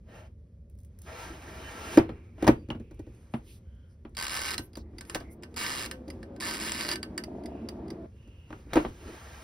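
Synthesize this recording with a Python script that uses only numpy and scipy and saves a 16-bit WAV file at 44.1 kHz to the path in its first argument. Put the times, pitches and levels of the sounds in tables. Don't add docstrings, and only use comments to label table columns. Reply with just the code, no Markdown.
import sys
import numpy as np
from scipy import signal
from scipy.fft import rfft, irfft, next_fast_len
from scipy.io import wavfile

SR = 44100
rng = np.random.default_rng(int(sys.argv[2]) if len(sys.argv) > 2 else 0)


def file_out(sig):
    cols = np.atleast_2d(sig).T
    lim = np.clip(cols, -1, 1)
    pcm = np.round(lim * 32767).astype(np.int16)
    wavfile.write(sys.argv[1], SR, pcm)


N = 415930
TIME = np.arange(N) / SR
FFT_SIZE = next_fast_len(N + SR // 2)
HZ = np.maximum(np.fft.rfftfreq(FFT_SIZE, 1 / SR), 1)

# f/Hz, level/dB
BODY_SPECTRUM = [(100, -0.5), (200, 1), (350, 5.5), (550, -8), (800, -52)]
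# f/Hz, level/dB
CLICK_SPECTRUM = [(500, -7.5), (1000, -6.5), (2200, -4.5), (2580, -9.5), (2850, -6.5), (3500, -8.5),
                  (5000, -12.5), (7000, -9.5), (9500, -11), (12000, -14), (16000, -18)]


def basket_knocks():
    # t/s, thud/dB, crack/dB, boost of the deep notes/dB, bright edge over crack/dB
    blows = [(1.3, -39, -61, -9, -6), (1.973, -1.5, -19, -5.5, -12), (1.988, -14.5, -32, -9, -20),
             (2.092, -30, -40, 0, -23), (2.38, -45, -50, -8, -30.5), (2.424, -18, -32, -0.5, -11),
             (2.443, -22.5, -34, 3, -14), (2.468, -29, -25, 6, -9), (2.477, -35, -16.5, 24.5, -14),
             (2.487, -5.5, -60, -0.5, -6), (2.504, -46, -64, -10, -6), (2.687, -37, -52.5, 11.5, -9),
             (2.703, -33, -33, 14, -18.5), (2.749, -38.5, -49, 14.5, -24),
             (2.798, -41.5, -56.5, 15.5, -9.5), (2.91, -42.5, -55.5, -11, -7), (2.993, -33, -61.5, -8.5, 3),
             (3.068, -41.5, -73, 2.5, -6.5), (3.338, -29.5, -33, 16.5, -21.5),
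             (4.05, -39.5, -46.5, 5.5, -39.5), (4.59, -34, -43.5, 3, 2.5), (4.77, -34.5, -46.5, 6, 1.5),
             (4.932, -44.5, -85, -7, -11), (5.153, -32, -31.5, 1, -3.5), (5.208, -46, -44.5, -11, -21),
             (6.082, -36.5, -57, -3, 2), (8.275, -48, -72.5, -7, 6), (8.504, -38.5, -45, -3, -20),
             (8.526, -42, -42.5, -3, -24), (8.664, -45, -69, -20, 0), (8.733, -47, -26.5, -11, -7.5),
             (8.756, -16, -23, -21, -14.5), (8.768, -9.5, -21, -29, -30), (8.794, -26, -65, -10, -1),
             (8.849, -30.5, -33, 7.5, -30)]
    # f/Hz, level/dB, ring time/s
    basket_modes = [(308, 3, .055), (231, -8, .1), (325, -17, .2), (375, -8, .06), (490, -7, .03),
                    (560, -12, .06), (624, -15, .04), (800, -19, .04), (926, -22, .04), (130, -16, .12),
                    (1500, -24, .05), (1900, -24, .04), (2380, -26, .04)]
    # f/Hz, level/dB
    crack_spectrum = [(300, 4), (700, 7), (1500, -4.5), (3000, -11), (4500, -24), (8000, -47.5)]
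    edge_spectrum = [(2500, -25), (4000, -1), (5200, -5.5), (6500, -0.5), (9000, -6.5), (12000, -10.5),
                     (16000, -8)]
    thump_spectrum = [(20, -20), (45, 22), (70, 11), (120, 15.5), (200, -44)]
    # t/s, level/dB, f/Hz
    clacks = [(1.986, -26.5, 5000), (2.479, -20.5, 5060), (2.7033, -25, 2940), (3.341, -40, 2830),
              (6.23, -38, 1730), (8.506, -40.5, 1201), (8.529, -32.5, 1500), (8.734, -29.5, 2150),
              (8.765, -20, 510)]
    times, thud_db, crack_db, deep_db, edge_db = np.transpose(blows)
    thud = strike(times - .002, thud_db, basket_modes, spread_db=1, soft_s=.014, deep_db=deep_db)
    crack = burst(times, crack_db, crack_spectrum, t60=.055, tail_db=-11, tail_t60=.18, rise_s=.004)
    crack += burst(times, crack_db + edge_db, edge_spectrum,
                   t60=.037, tail_db=-13, tail_t60=.14, rise_s=.004)
    t = np.arange(SR // 20) / SR
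    for at, db, hz in clacks:
        crack[int(at * SR):][:len(t)] += amp(db - 60 * t / .012) * np.sin(2 * np.pi * hz * t)
    boom_db, thump_db = -32 + .54 * thud_db, -41 + .19 * thud_db
    boom = noise(BODY_SPECTRUM) * fade(clicks(times, amp(boom_db)), t60=.41)
    thump = burst(times, thump_db, thump_spectrum, t60=.45, tail_db=-30.5, tail_t60=.78, rise_s=.039)
    return thud + crack + boom + thump


def rubbing():
    # t/s, level/dB, treble over level/dB, bass over level/dB
    slides = [
        [(0.0, -112, -22, 6), (0.09, -64.5, -14, 6), (0.16, -59, -9.5, -2), (0.27, -67, -11, 7),
         (0.34, -112, -16.5, 8.5)],
        [(1.03, -87, 14, 19), (1.075, -51, -13, -4), (1.237, -48, -6.5, -17), (1.3, -54, -8.5, 2.5),
         (1.527, -53, -9, -3), (1.713, -50, -7.5, -5), (1.857, -46, -7.5, 1), (1.96, -44.5, -3.5, 1.5),
         (2.05, -58.5, -31.5, 8.5), (2.16, -67, -32, 5.5), (2.3, -82.5, -20.5, 6.5)],
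        [(2.33, -89.5, -17, 7), (2.42, -54.5, -15, 2), (2.47, -59.5, -13, 1.5), (2.52, -84.5, -9.5, 0)],
        [(8.64, -91, -14, 1.5), (8.71, -58, -16.5, 2.5), (8.776, -49, -9, 2), (8.882, -63.5, -5.5, 4),
         (8.958, -67.5, -3, 0), (9.078, -53.5, -7.5, 7), (9.218, -57, -8, 0), (9.43, -58, -5.5, -3)],
    ]
    # t/s, level/dB
    hand_moves = [(0, -85.5), (0.81, -87), (1.02, -76), (2.2, -77), (2.6, -74.5), (2.72, -84), (2.92, -78),
                  (3.2, -71), (3.39, -72.5), (3.62, -78.5), (4.1, -81), (4.56, -56.5), (4.8, -93),
                  (5.16, -55), (5.4, -93), (5.52, -73), (5.9, -58), (6.03, -77), (6.17, -70), (6.3, -79),
                  (7.1, -74.5), (7.55, -73), (8.07, -75.5), (8.45, -72.5), (8.59, -63.5), (8.66, -72)]
    # f/Hz, width/Hz, level/dB
    hollows = [(480, 70, -3), (636, 60, -2), (876, 110, -7), (1336, 60, -3), (1600, 120, -6),
               (1823, 130, -6), (2350, 150, -8), (2720, 150, -6), (3030, 100, -11), (3830, 160, -16),
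               (4180, 120, -17), (5060, 220, -18)]
    # f/Hz, level/dB
    mid_spectrum = [(300, -29.5), (550, -10), (700, -4), (1200, -7), (2400, -10), (3400, -22.5),
                    (5000, -50.5)]
    treble_spectrum = [(1500, -25), (3000, 1.5), (4000, 0), (5000, 0), (7000, 1.5), (9000, -4), (12000, -6),
                       (16000, -9.5)]
    slide = sum(amp(curve(rows, 1, -120)) for rows in slides)
    slide_treble = sum(amp(curve(rows, 1, -120) + curve(rows, 2)) for rows in slides)
    slide_bass = sum(amp(curve(rows, 1, -120) + curve(rows, 3)) for rows in slides)
    hands = amp(curve(hand_moves, 1))
    closing_s, shut_s, upper_hz = 1.55, 1.7, 1450
    closing_db = 5 * np.clip((TIME - closing_s) / (shut_s - closing_s), 0, 1) * (TIME < shut_s)
    singing = sum(amp(db + 3 * drift(18) + closing_db * (hz > upper_hz)) * noise_band(hz, width)
                  for hz, width, db in hollows)
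    bass = amp(2.7 * drift(10)) * (slide_bass + amp(7) * hands) * noise(BODY_SPECTRUM)
    grain = amp(drift(35))
    mid = amp(-.5) * (slide + hands) * noise(mid_spectrum)
    treble = amp(3.5) * (slide_treble + amp(-7) * hands) * noise(treble_spectrum)
    return bass + amp(-5.5) * slide * singing + grain * (mid + treble)


def timer_ratchet():
    # start/s, end/s, starting rate/(teeth per s), final rate/(teeth per s), level/dB
    strokes = [(4.299, 4.545, 134, 130, -26.5), (5.56, 5.861, 148, 110, -28), (6.392, 6.941, 132, 158, -29)]
    # t/s, level/dB
    snaps = [(4.15, -45.5), (4.169, -26), (4.1795, -27.5), (4.1878, -24), (4.199, -25.5), (4.2113, -25.5),
             (4.225, -22.5), (4.2348, -25.5), (4.2424, -25), (4.252, -25.5), (4.267, -24), (4.281, -25.5),
             (4.295, -26), (4.3418, -23), (4.351, -22), (4.365, -22), (4.3724, -22), (4.3916, -24),
             (4.482, -24.5), (4.506, -22), (4.517, -27), (4.58, -21.5), (5.0092, -31.5), (5.051, -47),
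             (5.0973, -27.5), (5.1474, -18.5), (5.425, -48), (5.434, -33.5), (5.5423, -45), (5.664, -21.5),
             (5.9122, -25), (6.23, -42), (6.363, -46.5), (6.4014, -32), (6.51, -25), (6.7195, -22.5),
             (6.809, -21), (6.889, -19.5), (6.914, -20), (6.934, -27), (6.9572, -27.5), (7.0298, -27),
             (7.1785, -23)]
    # f/Hz, level/dB, ring time/s
    knob_modes = [(964, -5, 0.086), (1073, -6, 0.055), (1274, -8.5, 0.089), (1540, -5, 0.18),
                  (1757, -1, 0.079), (1890, -5, 0.06), (2243, 5.5, 0.021), (2795, -4, 0.036),
                  (3210, -9, 0.025), (3860, 0, 0.02), (4154, -0.5, 0.03), (7330, 9.5, 0.014),
                  (8250, -1.5, 0.026), (8650, 5.5, 0.0092), (10050, -2, 0.017), (11970, -2.5, 0.012),
                  (13200, -12, .012)]
    bright_modes = [(4614, -16, 0.041), (4734, -2, 0.026), (5047, -5, 0.052), (5204, 0, 0.027)]
    # t/s, boost of the lower pair/dB
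    grip = [(4.17, 10), (4.3, -7), (4.43, -10), (4.55, -4), (5.56, 4), (5.68, -4), (5.86, -4), (6.4, 6),
            (6.5, 3), (6.7, -2), (6.95, 12.5)]
    # f/Hz, width/Hz, level/dB
    plates = [(1150, 220, -7), (2070, 350, -10), (2830, 130, 0.5), (4900, 700, 3.5)]
    rate, stroke_db = np.zeros(N), np.zeros(N)
    for start, end, first_rate, last_rate, db in strokes:
        progress = (TIME - start) / (end - start)
        winding = (progress > 0) & (progress < 1)
        rate += winding * (first_rate + (last_rate - first_rate) * progress)
        stroke_db += winding * (db + .5 * (np.sin(np.pi * progress) - .5))
    teeth_passed = np.cumsum(rate * amp(1.8 * drift(39))) / SR
    teeth = np.flatnonzero(np.diff(np.floor(teeth_passed)))
    snap_times, snap_db = np.transpose(snaps)
    gap_to_snap = np.abs(teeth[:, None] / SR - snap_times).min(axis=1)
    teeth = teeth[gap_to_snap > .005]
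    tooth_db = stroke_db[teeth + 1] + 1.5 * rng.standard_normal(N)[teeth]
    times, db = np.r_[snap_times, teeth / SR], np.r_[snap_db, tooth_db]
    tip = burst(times, db - 3, CLICK_SPECTRUM, t60=.003, tail_db=-60, tail_t60=.01, rise_s=.0003)
    times, db = hit_twice(times, db, gap_s=.0015, drop_db=10)
    grip_db = np.interp(times, *np.transpose(grip))
    ring = strike(times, db - 16.5, bright_modes, spread_db=3.04, deep_db=grip_db, deep_hz=4950)
    knob = strike(times, db - 19, knob_modes, spread_db=4)
    rasp = burst(times, db - 15, CLICK_SPECTRUM,
                 t60=.021, tail_db=-9, tail_t60=.099, rise_s=.00078, peaks=plates)
    return tip + ring + knob + rasp


def clockwork():
    # t/s, level/dB, 1 if a faint release click comes first
    ticks = [(4.7548, -49, 1), (4.9838, -46.5, 0), (5.203, -53, 0), (6.1023, -45, 1), (7.238, -42, 0),
             (7.4585, -47.5, 1), (7.6876, -41.5, 0), (7.9036, -47.5, 1)]
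    # f/Hz, level/dB, ring time/s
    plate_modes = [(2040, -4, 0.027), (2730, -12, 0.039), (3820, -16.5, 0.02), (4760, 4, 0.026),
                   (4930, -5, 0.07), (5120, -1.5, 0.02), (9350, 1, 0.0059), (11100, -10, 0.0055)]
    times, db, release = np.transpose(ticks)
    times, db = np.r_[times, times[release > 0] - .022], np.r_[db, db[release > 0] - 11]
    times, db = hit_twice(times, db, gap_s=.003, drop_db=11.5)
    ring = strike(times, db, plate_modes, spread_db=2.5)
    return ring + burst(times, db + 2.5, CLICK_SPECTRUM, t60=.025, tail_db=-26, tail_t60=.15)


def fan():
    # f/Hz, level/dB
    air_spectrum = [(59, -53), (100, -8.5), (177, -7.5), (220, 1.5), (277, -4.5), (333, 1), (475, -12.5),
                    (721, -18), (1160, -29), (1300, -30.5), (4000, -50), (5200, -52), (8800, -120)]
    on_s, off_s, run_up_s = 4.4, 8.062, 2.0
    start_hz, top_hz, housing_hz = 248, 740, 555
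    blade_hz = top_hz - (top_hz - start_hz) * np.exp(-np.maximum(TIME - on_s, 0) / run_up_s)
    phase = 2 * np.pi * np.cumsum(blade_hz * (1 + .016 * drift(36))) / SR
    hum_db = -56.5 - ((blade_hz - housing_hz) / 33.7) ** 2
    hum = np.sqrt(2) * amp(hum_db + 4 * drift(20)) * np.sin(phase)
    roar = amp(-38.5 + drift(20)) * (blade_hz / top_hz) ** 2.62 * noise(air_spectrum)
    return (hum + roar + grille_rattle(off_s)) * ((TIME > on_s) & (TIME < off_s))


def grille_rattle(until_s):
    # t/s, level/dB
    strength = [(7.21, -84), (7.28, -36.5), (7.53, -35.5), (7.65, -59.5), (7.75, -46.5), (7.81, -36),
                (7.87, -55), (8.06, -59)]
    # f/Hz, level/dB, ring time/s
    grille_modes = [(688, 0, 0.04), (912, -6.5, 0.024), (293, 0, 0.062)]
    turns_per_s = 29.5
    times = np.arange(strength[0][0], until_s, 1 / turns_per_s)
    db = np.interp(times, *np.transpose(strength))
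    times, db = hit_twice(times, db, gap_s=.012, drop_db=13)
    return strike(times, db, grille_modes, spread_db=2.9, soft_s=.0073)


def crackles():
    # t/s, level/dB
    singles = [(0.6987, -60), (0.848, -54), (0.9885, -48), (1.017, -49), (1.019, -52), (2.945, -61),
               (3.149, -62), (3.75, -71), (4.094, -66)]
    # f/Hz, level/dB
    spectrum = [(2000, -16), (4000, -16), (7000, -7), (10000, -4), (16000, -9.5)]
    run = np.c_[rng.uniform(.72, .84, size=7), -64 + 3 * rng.standard_normal(size=7)]
    times, db = np.transpose(np.r_[singles, run])
    return burst(times, db, spectrum, t60=.012, tail_db=-16.5, tail_t60=.12, rise_s=.0023)


def faint_hisses():
    # start/s, end/s, f/Hz, width/Hz, level/dB
    hisses = [(0.062, 0.3, 590, 220, -55.5), (1.8, 2.6, 2300, 350, -74.5), (3.605, 3.955, 3080, 395, -80),
              (5.2, 5.358, 2100, 300, -66), (7.44, 7.71, 2680, 430, -69), (8.1, 8.66, 2770, 320, -68.5),
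              (3.43, 3.6, 10500, 11000, -63.5), (3.87, 3.96, 10000, 3000, -82),
              (3.46, 3.53, 2700, 1000, -63.5), (3.43, 3.6, 3400, 5100, -66), (3.3, 3.4, 9500, 5000, -69),
              (2.52, 2.67, 4700, 120, -78), (3.6, 4.0, 1490, 300, -78.5), (2.4, 3.36, 2500, 780, -75),
              (3.1, 3.3, 9400, 4600, -78), (4.76, 4.83, 4500, 1800, -65), (4.8, 4.98, 1960, 430, -79),
              (3.88, 3.96, 5200, 1200, -81), (4.607, 4.677, 12200, 3300, -57),
              (5.047, 5.171, 10500, 3860, -62), (5.298, 5.351, 11500, 9700, -59.5)]
    out = np.zeros(N)
    for start, end, hz, width, db in hisses:
        span = slice(int(start * SR), int(end * SR))
        swell = np.sin(np.pi * (TIME[span] - start) / (end - start))
        out[span] += amp(db) * swell * noise_band(hz, width, size=len(swell))
    return out


def room():
    # f/Hz, level/dB
    rumble_spectrum = [(12, -71.5), (20, -49.5), (47, -11.5), (69, -1.5), (135, -17), (156, -18.5),
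                       (232, -20.5), (286, -32.5), (558, -33.5), (900, -64.5), (1170, -92.5), (1980, -120)]
    hiss_spectrum = [(600, 5.5), (2000, -7), (6000, -11.5), (10000, -9.5), (16000, -16)]
    return amp(-49.5 + .4 * drift(3)) * noise(rumble_spectrum) + amp(-90) * noise(hiss_spectrum)


def amp(db):
    return 10 ** (np.asarray(db) / 20)


def curve(rows, column, outside=None):
    rows = np.array(rows)
    return np.interp(TIME, rows[:, 0], rows[:, column], outside, outside)


def along_hz(rows, column=1):
    rows = np.array(rows)
    return np.interp(np.log(HZ), np.log(rows[:, 0]), rows[:, column])


def noise(spectrum, peaks=()):
    humps = 1 + amp(5.2) * sum(amp(db) / (1 + (2 * (HZ - hz) / width) ** 2) for hz, width, db in peaks)
    white = rfft(rng.standard_normal(N), FFT_SIZE)
    x = irfft(white * amp(along_hz(spectrum)) * humps, FFT_SIZE)[:N]
    return x / x.std()


def noise_band(hz, width, size=N):
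    r = np.exp(-np.pi * width / SR)
    resonance = [1, 0, -1, 1, -2 * r * np.cos(2 * np.pi * hz / SR), r * r]
    x = signal.sosfilt([resonance] * 2, rng.standard_normal(size))
    return x / x.std()


def drift(rate):
    points = rng.standard_normal(int(N / SR * 40) + 2)
    wobble = np.interp(TIME * rate, np.arange(len(points)), points)
    return wobble / wobble.std()


def clicks(times, gains):
    train = np.zeros(N)
    np.add.at(train, np.clip(np.round(times * SR).astype(int), 0, N - 1), gains)
    return train


def hit_twice(times, db, gap_s, drop_db):
    return np.r_[times, times + gap_s], np.r_[db, db - drop_db]


def fade(x, t60):
    return signal.lfilter([1], [1, -amp(-60 / (t60 * SR))], x + 1e-18)


def strike(times, levels_db, modes, spread_db, soft_s=0., deep_db=0, deep_hz=270):
    out = np.zeros(N)
    chance = rng.standard_normal((len(times), len(modes)))
    for k, (hz, db, t60) in enumerate(modes):
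        decay, step = amp(-60 / (t60 * SR)), 2 * np.pi * hz / SR
        strength_db = levels_db + db + spread_db * chance[:, k] + deep_db * (hz < deep_hz)
        train = clicks(times, (-1) ** k * amp(strength_db))
        if soft_s:
            n = np.arange(int(soft_s * SR))
            swell = np.hanning(len(n))
            train = signal.oaconvolve(train, 2 * swell * np.cos(step * n) / swell.sum())[:N]
        out += signal.lfilter([0, np.sin(step)], [1, -2 * decay * np.cos(step), decay ** 2],
                              train + 1e-18)
    return out


def burst(times, levels_db, spectrum, t60, tail_db, tail_t60, rise_s=.0015, peaks=()):
    train = clicks(times, amp(levels_db))
    shape = fade(train, t60) + amp(tail_db) * fade(train, tail_t60) - fade(train, rise_s)
    return noise(spectrum, peaks) * shape


def scene():
    # f/Hz, phase lead/half turns, level/dB, diffuse share (0-1)
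    stereo = [(60, 0, 0, .03), (450, 0, 0, .06), (600, 0, 2, .5), (800, -.1, 5, .7), (1300, -.38, 3, .6),
              (1900, 0, -4, .5), (2300, .1, -1, .45), (2700, .45, 0, .6), (3300, .06, 2, .55),
              (4000, .2, -2, .3), (4500, .12, -4, .25), (5200, .03, 1, .2), (6000, .33, 1, .4),
              (6700, 1, 0, .03), (7900, 1, 0, .04), (9000, 1.55, 0, .45), (10000, 1.97, 0, .05),
              (11300, 2.04, 0, .1), (11900, 2.5, 0, .5), (12600, 3, 0, .04), (14300, 3, 0, .04),
              (15300, 3.8, 0, .6)]
    mono = (room() + rubbing() + faint_hisses() + basket_knocks()
            + timer_ratchet() + clockwork() + crackles() + fan())
    smear = rng.standard_normal(SR // 6) * amp(-60 * np.arange(SR // 6) / (.14 * SR))
    diffuse = along_hz(stereo, 3) * rfft(smear / np.linalg.norm(smear), FFT_SIZE)
    lean = np.exp(.5j * np.pi * along_hz(stereo)) * amp(along_hz(stereo, 2) / 2)
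    left, right = (1 + diffuse) * lean, (1 - diffuse) / lean
    return irfft(rfft(mono, FFT_SIZE) * np.array([left, right]), FFT_SIZE)[:, :N]


def record(dry):
    rounded = 1.3 * np.tanh(dry / 1.3)
    return signal.sosfilt(signal.cheby2(12, 70, 16800, fs=SR, output="sos"), rounded)


dry = scene()
out = record(dry)
file_out(out)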